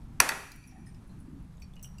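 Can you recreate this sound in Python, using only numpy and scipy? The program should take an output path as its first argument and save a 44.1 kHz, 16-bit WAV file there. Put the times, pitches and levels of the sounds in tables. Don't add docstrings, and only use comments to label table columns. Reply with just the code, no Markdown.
import sys
import numpy as np
from scipy import signal
from scipy.fft import rfft, irfft
from scipy.io import wavfile
from scipy.ndimage import uniform_filter1d

SR = 44100
rng = np.random.default_rng(int(sys.argv[2]) if len(sys.argv) > 2 else 0)


def persist_wave(psi):
    counts = np.round(np.clip(psi, -1, 1) * 32767).astype(np.int16)
    wavfile.write(sys.argv[1], SR, np.atleast_2d(counts).T)


def to_linear_factor(level_db):
    exponent = np.asarray(level_db, float) / 20
    return 10 ** exponent


N = 88200

# freq_hz, density_db
RUMBLE_SPECTRUM = [(12, -16.5), (25, -5.5), (50, 4), (80, -11), (130, -1.5), (190, -4.5), (260, -23),
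                   (420, -30.5), (800, -71)]
# freq_hz, density_db
HISS_SPECTRUM = [(400, -9.5), (560, -9.5), (971, -8), (2760, -20.5), (5000, -25), (11800, -27.5),
                 (12400, -38.5), (13400, -33), (16000, -44.5)]
# freq_hz, density_db
DUCT_SPECTRUM = [(120, -30.5), (200, -3), (260, 0), (320, -9), (400, -21.5), (700, -57.5)]
# time_s, level_db
DUCT_FLOW = [(0, -54.5), (.7, -54.5), (1.0, -58.5), (1.4, -52.5), (1.5, -67), (2, -71)]
# freq_hz, t60_s
ROOM_T60 = [(300, 0.53), (1000, 0.57), (3000, 0.69), (8000, 0.64), (16000, 0.75)]
# freq_hz, level_db
ROOM_TONE = [(150, 0.5), (350, 4.5), (1100, 9), (2600, 2.5), (3300, -5.5), (5500, -5.5), (11000, -6.5),
             (16000, -28)]
# delay_s, level_db
ECHOES = [(.0031, -1.5), (.0058, -7), (.0081, -3.5), (0.01, -4.5), (0.012, -2.5), (.0195, -3)]
# start_s, level_db
SCATTERED_BLOWS = [
    (0.2013, 13.5),
    (0.291, -2.5),
    (0.517, -54),
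]
# start_s, level_db, pitch_hz, t60_s
HANDLING_TICKS = [(0.561, -59.5, 2510, 0.23), (0.591, -64, 4500, 0.12), (.6, -65, 6080, 0.33),
                  (.62, -71, 10900, 0.29), (0.729, -77, 6900, 0.2), (.74, -77, 9800, 0.3),
                  (0.6407, -53, 2448, 0.12), (0.639, -58.5, 4600, 0.055), (0.6728, -58, 5780, 0.15),
                  (.674, -74, 2313, 0.13), (.675, -56, 10300, 0.052), (.676, -65, 13000, 0.079),
                  (0.695, -59.5, 5740, 0.0518), (.7116, -60.5, 5487, 0.044), (0.714, -57.5, 1858, 0.088),
                  (0.761, -62, 1833, 0.19), (.81, -76, 9680, 0.077), (.945, -66, 5136, 0.067),
                  (.946, -59.5, 2840, 0.021), (1.58, -70, 3730, 0.029), (1.736, -68.5, 11500, 0.013),
                  (1.759, -75, 10400, 0.037), (1.765, -57.5, 2465, 0.041),
                  (0.676, -64, 10630, .08), (0.782, -75, 11180, 0.061), (1.075, -69, 9800, 0.071),
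                 (1.0929, -64.5, 4138, .12), (1.19, -70, 9500, 0.086), (1.202, -62.5, 10480, 0.12),
                 (1.4257, -68.5, 10570, 0.032), (1.445, -75, 9000, 0.0279), (1.5247, -66.5, 3750, 0.032),
                 (1.571, -68.5, 6548, 0.044), (1.599, -67.5, 9280, 0.038), (1.599, -68.5, 8000, 0.07),
                 (1.7363, -60.5, 3400, 0.024), (1.755, -73, 3060, 0.041), (1.7647, -59.5, 2886, 0.13),
                 (1.794, -59, 2804, 0.033), (1.816, -76, 9200, .02), (1.757, -63, 6000, .02),
                 (1.796, -70, 5600, 0.025), (1.845, -56, 3013, 0.11), (1.845, -57, 2380, 0.022),
                 (.72, -53, 788, 0.18), (.755, -56.5, 758, 0.22)]
# freq_hz, level_db, t60_s
PLUNGER_MODES = [(2600, -4, .015), (4230, 4, 0.015), (4910, 5, .015), (6450, 9, 0.0117), (6900, -3, 0.011),
                 (8400, -8, .008), (10700, -3.5, .012), (11500, -5, .008), (13800, -7, .01)]
# start_s, level_db, favoured_hz
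PLUNGER_HITS = [(.5155, -50, 7486), (.5178, -43, 6390), (.5188, -45, 4900), (.519, -38, 11200),
                (0.519, -48, 3000), (.56, -40, 13500)]
# freq_hz, level_db, t60_s
SPRING_MODES = [(5717, 1, 0.35), (6200, 2, 0.084), (7700, 1, 0.18), (8250, 0.5, 0.072), (9570, 0, 0.16),
                (10200, -1, 0.09), (10740, -9, 0.1), (13000, -5, 0.21), (13980, -9, .1), (14650, 8, 0.04),
                (14750, -15, .3)]
# start_s, level_db, favoured_hz
SPRING_HITS = [(1.827, -51, 14300), (1.8275, -55.5, 7500), (1.828, -62, 6240), (1.8325, -49.5, 5700),
               (1.833, -55.5, 8300), (1.832, -57, 10000), (1.8471, -56.5, 6240), (1.846, -63, 13200),
               (1.8534, -59.5, 10200)]
# freq_hz, level_db, t60_s
COLLAR_MODES = [(2410, 5, 0.05), (4560, 3, 0.084), (5518, -4.5, 0.15), (5670, 3, .07), (6080, 1.5, 0.05),
                (7800, -4.5, 0.07), (8100, -6, 0.087), (9430, -4, 0.082), (10900, -23, 0.045),
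                (14580, 2, 0.045)]
# start_s, level_db, favoured_hz
COLLAR_HITS = [(1.618, -64, 14600), (1.6185, -62.5, 6000), (1.621, -50, 2490), (1.6215, -59, 9000),
               (1.6225, -54.5, 4600), (1.627, -62, 5500), (1.63, -65, 2500), (1.642, -66, 2520)]
# freq_hz, level_db, t60_s
EJECTOR_MODES = [(1838, 0.5, 0.086), (2260, -8, 0.066), (5136, 12.5, 0.04), (5260, -10, 0.48),
                 (6500, 3, .03), (8050, -3, 0.04), (8608, 3.5, 0.048), (8630, -13, .5), (9100, -4, 0.17),
                 (9970, 4.5, 0.04), (10400, -3, .03)]
# start_s, level_db, favoured_hz
EJECTOR_HITS = [(0.8615, -64, 8110), (.866, -67, 10100), (.867, -64.5, 4920), (.868, -55.5, 1890),
                (.8745, -59.5, 8800), (.892, -70, 4560)]
# freq_hz, level_db, t60_s
CONE_MODES = [(2770, 8, 0.0733), (4780, 3, 0.039), (5770, -1, 0.16), (7750, 1, 0.096), (9000, -15, .04),
              (14650, -9, 0.063)]
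# start_s, level_db, favoured_hz
CONE_HITS = [(1.9814, -58, 9000), (1.984, -57.5, 7694), (1.984, -62.5, 2700), (1.984, -58, 4700),
             (1.987, -57, 5750)]
# freq_hz, level_db, t60_s
RACK_MODES = [(2354, -1, 1.2), (2620, -3, 1), (4520, -5, 0.85), (5824, -5.5, 1.1), (7113, -20, 1.5),
              (9750, -17, 1.6), (10770, -9.5, 1.2)]
# start_s, level_db
RACK_HITS = [
    (.203, -46),
    (.292, -50.5),
]
# freq_hz, level_db, t60_s
BENCH_MODES = [(198, -6.5, 0.13), (243, -3.5, 0.33), (393.4, -8, 0.48), (547, -8, 0.3), (638, 0, .35),
               (795, -2.5, 0.41), (910, -0.5, 0.24), (1265, -0.5, 0.49), (1500, -3.5, 0.2),
               (1910, -2, 0.55)]
# start_s, level_db
BENCH_HITS = [
    (.203, -35),
    (.292, -32),
]
# freq_hz, level_db, t60_s
SHELL_MODES = [(3400, -14.5, 0.0023), (4540, -2.5, 0.0087), (5000, -5.5, .005), (6000, 0.5, 0.0058),
               (7300, -10, 0.0043), (8110, -5, .007), (10100, -5, 0.007), (10930, -5.5, 0.0078),
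               (11600, -13, .006), (12700, -8, 0.006), (14100, -13.5, 0.006)]
# freq_hz, level_db, t60_s
BODY_MODES = [(888, -10.5, 0.044), (1123, 2, .022), (1449, -3, 0.015), (1740, -1.5, 0.013),
              (1930, -2.5, 0.02), (2514, 2.5, 0.02), (2750, -5.5, .012)]
# freq_hz, level_db, t60_s
BODY_SIDE_MODES = [(897, -8, .06), (1404, 0, 0.023), (1690, -3, 0.031), (1962, 1.5, 0.029),
                   (2530, -1.5, 0.023), (3530, 0.5, 0.0072)]
# start_s, body_db, shell_db, contact_s
KNOCK_CONTACTS = [
    (0.1988, -41.5, -52.5, .002),
    (0.2004, -32.5, -45, .001),
    (0.2017, -12.5, -39, .0005),
    (0.2023, -23, -11, .0002),
    (.2031, -30.5, -13.5, .0002),
    (0.2046, -14.5, -22, 0.0004),
    (0.2067, -27.5, -34.5, 0.001),
]
# start_s, body_db, shell_db, contact_s
BOUNCE_CONTACTS = [
    (0.2898, -43, -23.5, 0.0003),
    (.2909, -32, -18.5, .0002),
    (0.2921, -17.5, -28, 0.0004),
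    (0.299, -47, -42, .001),
    (.319, -26.5, -39.5, 0.0021),
]

STRIKE_SPREAD_DB = 1.5
RATTLE, RATTLE_HZ = 0.8, 220
SWELL_DB = 0.7


def evened(x):
    return x / np.sqrt(np.mean(x ** 2) + 1e-20)


def read(points, hz):
    f, value = np.transpose(points)
    return np.interp(np.log(hz + 1), np.log(f + 1), value)


def add(mix, start_s, sound):
    part = mix[round(start_s * SR):][:len(sound)]
    part += sound[:len(part)]


def air(spectrum, level_db, patchy_db, swell_db):
    frames, hz = N // 256 + 5, np.fft.rfftfreq(1024, 1 / SR)
    real, imag, patches = rng.standard_normal((frames, 513, 3)).T
    patches = uniform_filter1d(patches, size=10, axis=0)
    patches = evened(uniform_filter1d(patches, size=12, axis=1))
    swell = evened(uniform_filter1d(rng.standard_normal(frames), size=30))
    gain_db = read(spectrum, hz)[:, None] + patchy_db * patches + swell_db * swell
    noise = signal.istft((real + 1j * imag) * to_linear_factor(gain_db), nperseg=1024, noverlap=768)[1][:N]
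    return to_linear_factor(level_db) * evened(noise)


def ventilation():
    flow_db = np.interp(np.arange(N) / SR, *np.transpose(DUCT_FLOW))
    duct = air(DUCT_SPECTRUM, 0, 2, SWELL_DB) * to_linear_factor(flow_db)
    rumble = air(RUMBLE_SPECTRUM, -46.5, 0.81, SWELL_DB)
    hiss = air(HISS_SPECTRUM, -65, 0.84, 0.73)
    return duct + rumble + hiss


def room(x, echoes):
    taps = np.zeros(SR)
    slots = np.arange(200, SR - 20, 20)
    taps[slots + rng.integers(0, 20, len(slots))] = rng.choice([-1., 1.], len(slots))
    hz, t, z = signal.stft(taps, SR, nperseg=512)
    decay_db = read(ROOM_TONE, hz)[:, None] - 60 * t / read(ROOM_T60, hz)[:, None]
    tail = signal.istft(z * to_linear_factor(decay_db), SR, nperseg=512)[1]
    tail = tail / np.linalg.norm(taps * to_linear_factor(-100 * np.arange(SR) / SR))
    for delay_s, level_db in echoes:
        add(tail, delay_s, to_linear_factor([level_db]))
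    return signal.fftconvolve(x, tail)[:N]


def ring(modes, rough=0.):
    t = np.arange(0, min(max(t60 for _, _, t60 in modes), 1), 1 / SR)
    shake_s = np.arange(400) / RATTLE_HZ
    out = np.zeros(len(t))
    for k, (hz, level_db, t60) in enumerate(modes):
        level_db = level_db + STRIKE_SPREAD_DB * rng.standard_normal()
        in_phase, quadrature = (np.interp(t, shake_s, rng.standard_normal(400)) for _ in range(2))
        onset = np.minimum(t * hz / (rough * 6 + 1e-3), 1)
        wave = (1 - rough / 2 + rough * in_phase) * np.sin(2 * np.pi * hz * t)
        wave += rough * quadrature * np.cos(2 * np.pi * hz * t)
        out += (-1) ** k * to_linear_factor(level_db - 60 * t / t60) * onset * wave
    return out


def snap(hz):
    t = np.arange(2000) / SR
    band_hz = [hz * 0.63, min(hz * 2.5, 15000)]
    band = signal.butter(2, band_hz, "band", fs=SR, output="sos")
    return to_linear_factor(-60 * t / 0.02) * signal.sosfilt(band, rng.standard_normal(2000))


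def ticks():
    out = np.zeros(N)
    for start_s, level_db, hz, t60 in HANDLING_TICKS:
        cluster = [(hz, 0, t60), (hz * 1.03, -4, t60), (hz * 0.96, -5, t60)]
        add(out, start_s, to_linear_factor(level_db + 2) * snap(hz))
        add(out, start_s, to_linear_factor(level_db) * ring(cluster, RATTLE))
    return out


def loose_parts():
    out = np.zeros(N)
    parts = [(PLUNGER_MODES, PLUNGER_HITS), (SPRING_MODES, SPRING_HITS), (COLLAR_MODES, COLLAR_HITS),
             (EJECTOR_MODES, EJECTOR_HITS), (CONE_MODES, CONE_HITS)]
    for modes, hits in parts:
        for start_s, level_db, near_hz in hits:
            woken = [(hz, mode_db - 26 * abs(np.log2(hz / near_hz)), t60)
                     for hz, mode_db, t60 in modes]
            add(out, start_s, to_linear_factor(level_db - 2) * snap(near_hz))
            add(out, start_s, to_linear_factor(level_db) * ring(woken, RATTLE / 2))
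    return out


def bench_and_rack():
    out = np.zeros(N)
    for start_s, level_db in BENCH_HITS:
        hum = ring(BENCH_MODES, RATTLE / 2)
        rise = np.minimum(np.arange(len(hum)) / SR / 0.025, 1)
        add(out, start_s, to_linear_factor(level_db) * hum * rise)
    for start_s, level_db in RACK_HITS:
        add(out, start_s, to_linear_factor(level_db) * ring(RACK_MODES, 2 * RATTLE))
    return out


def contact_chatter(contact_s):
    t = np.arange(1000) / SR
    burst = rng.standard_normal(1000) * np.exp(-t / contact_s)
    white = irfft(np.exp(1j * np.angle(rfft(burst))))
    chatter = white * np.exp(-t / (2 * contact_s))
    return chatter / np.linalg.norm(chatter)


def pipette_landings():
    out = np.zeros(N)
    for body, contacts in ((BODY_MODES, KNOCK_CONTACTS), (BODY_SIDE_MODES, BOUNCE_CONTACTS)):
        for start_s, body_db, shell_db, contact_s in contacts:
            chatter = contact_chatter(contact_s)
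            shell = signal.fftconvolve(ring(SHELL_MODES), chatter)
            crack = chatter[2:] - chatter[:-2]
            add(out, start_s, to_linear_factor(body_db + 1.5) * ring(body))
            add(out, start_s, to_linear_factor(shell_db + 5.5) * shell)
            add(out, start_s, to_linear_factor(shell_db + 4.5) * crack)
    return signal.sosfilt(signal.butter(3, 835, "high", fs=SR, output="sos"), out)


def scene():
    landings, small = pipette_landings(), loose_parts() + ticks()
    blows = np.zeros(N)
    for start_s, level_db in SCATTERED_BLOWS:
        add(blows, start_s, to_linear_factor([level_db]))
    wet = room(blows, []) + room(to_linear_factor(-14.5) * landings + to_linear_factor(-14) * small, ECHOES)
    return (landings + bench_and_rack() + small + wet + ventilation())[None]


def top_cut(x):
    return signal.sosfilt(signal.butter(12, 16830, fs=SR, output="sos"), x)


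def record(dry):
    threshold_db, duck_share, duck_max_db, recover_db_per_s = -44, 0.5, 7, 45
    limit, edge_hz = 0.93, 15900
    power = abs(uniform_filter1d(dry[0] ** 2, size=800, origin=399))
    power_db = 10 * np.log10(power + 1e-12)
    fall_db = np.arange(N) * recover_db_per_s / SR
    held_db = np.maximum.accumulate(power_db + fall_db) - fall_db
    over_db = np.maximum(held_db - threshold_db, 0)
    duck_db = np.minimum(duck_share * over_db, duck_max_db)
    ducked = dry / to_linear_factor(uniform_filter1d(duck_db, size=600, origin=299))
    limited = ducked / (1 + (ducked / limit) ** 6) ** (1 / 6)
    lowpass = signal.firwin(41, edge_hz, window=("kaiser", 3), fs=SR)
    mix = signal.oaconvolve(limited, lowpass[None], "same")
    return top_cut(mix)


dry = scene()
out = record(dry)
persist_wave(out)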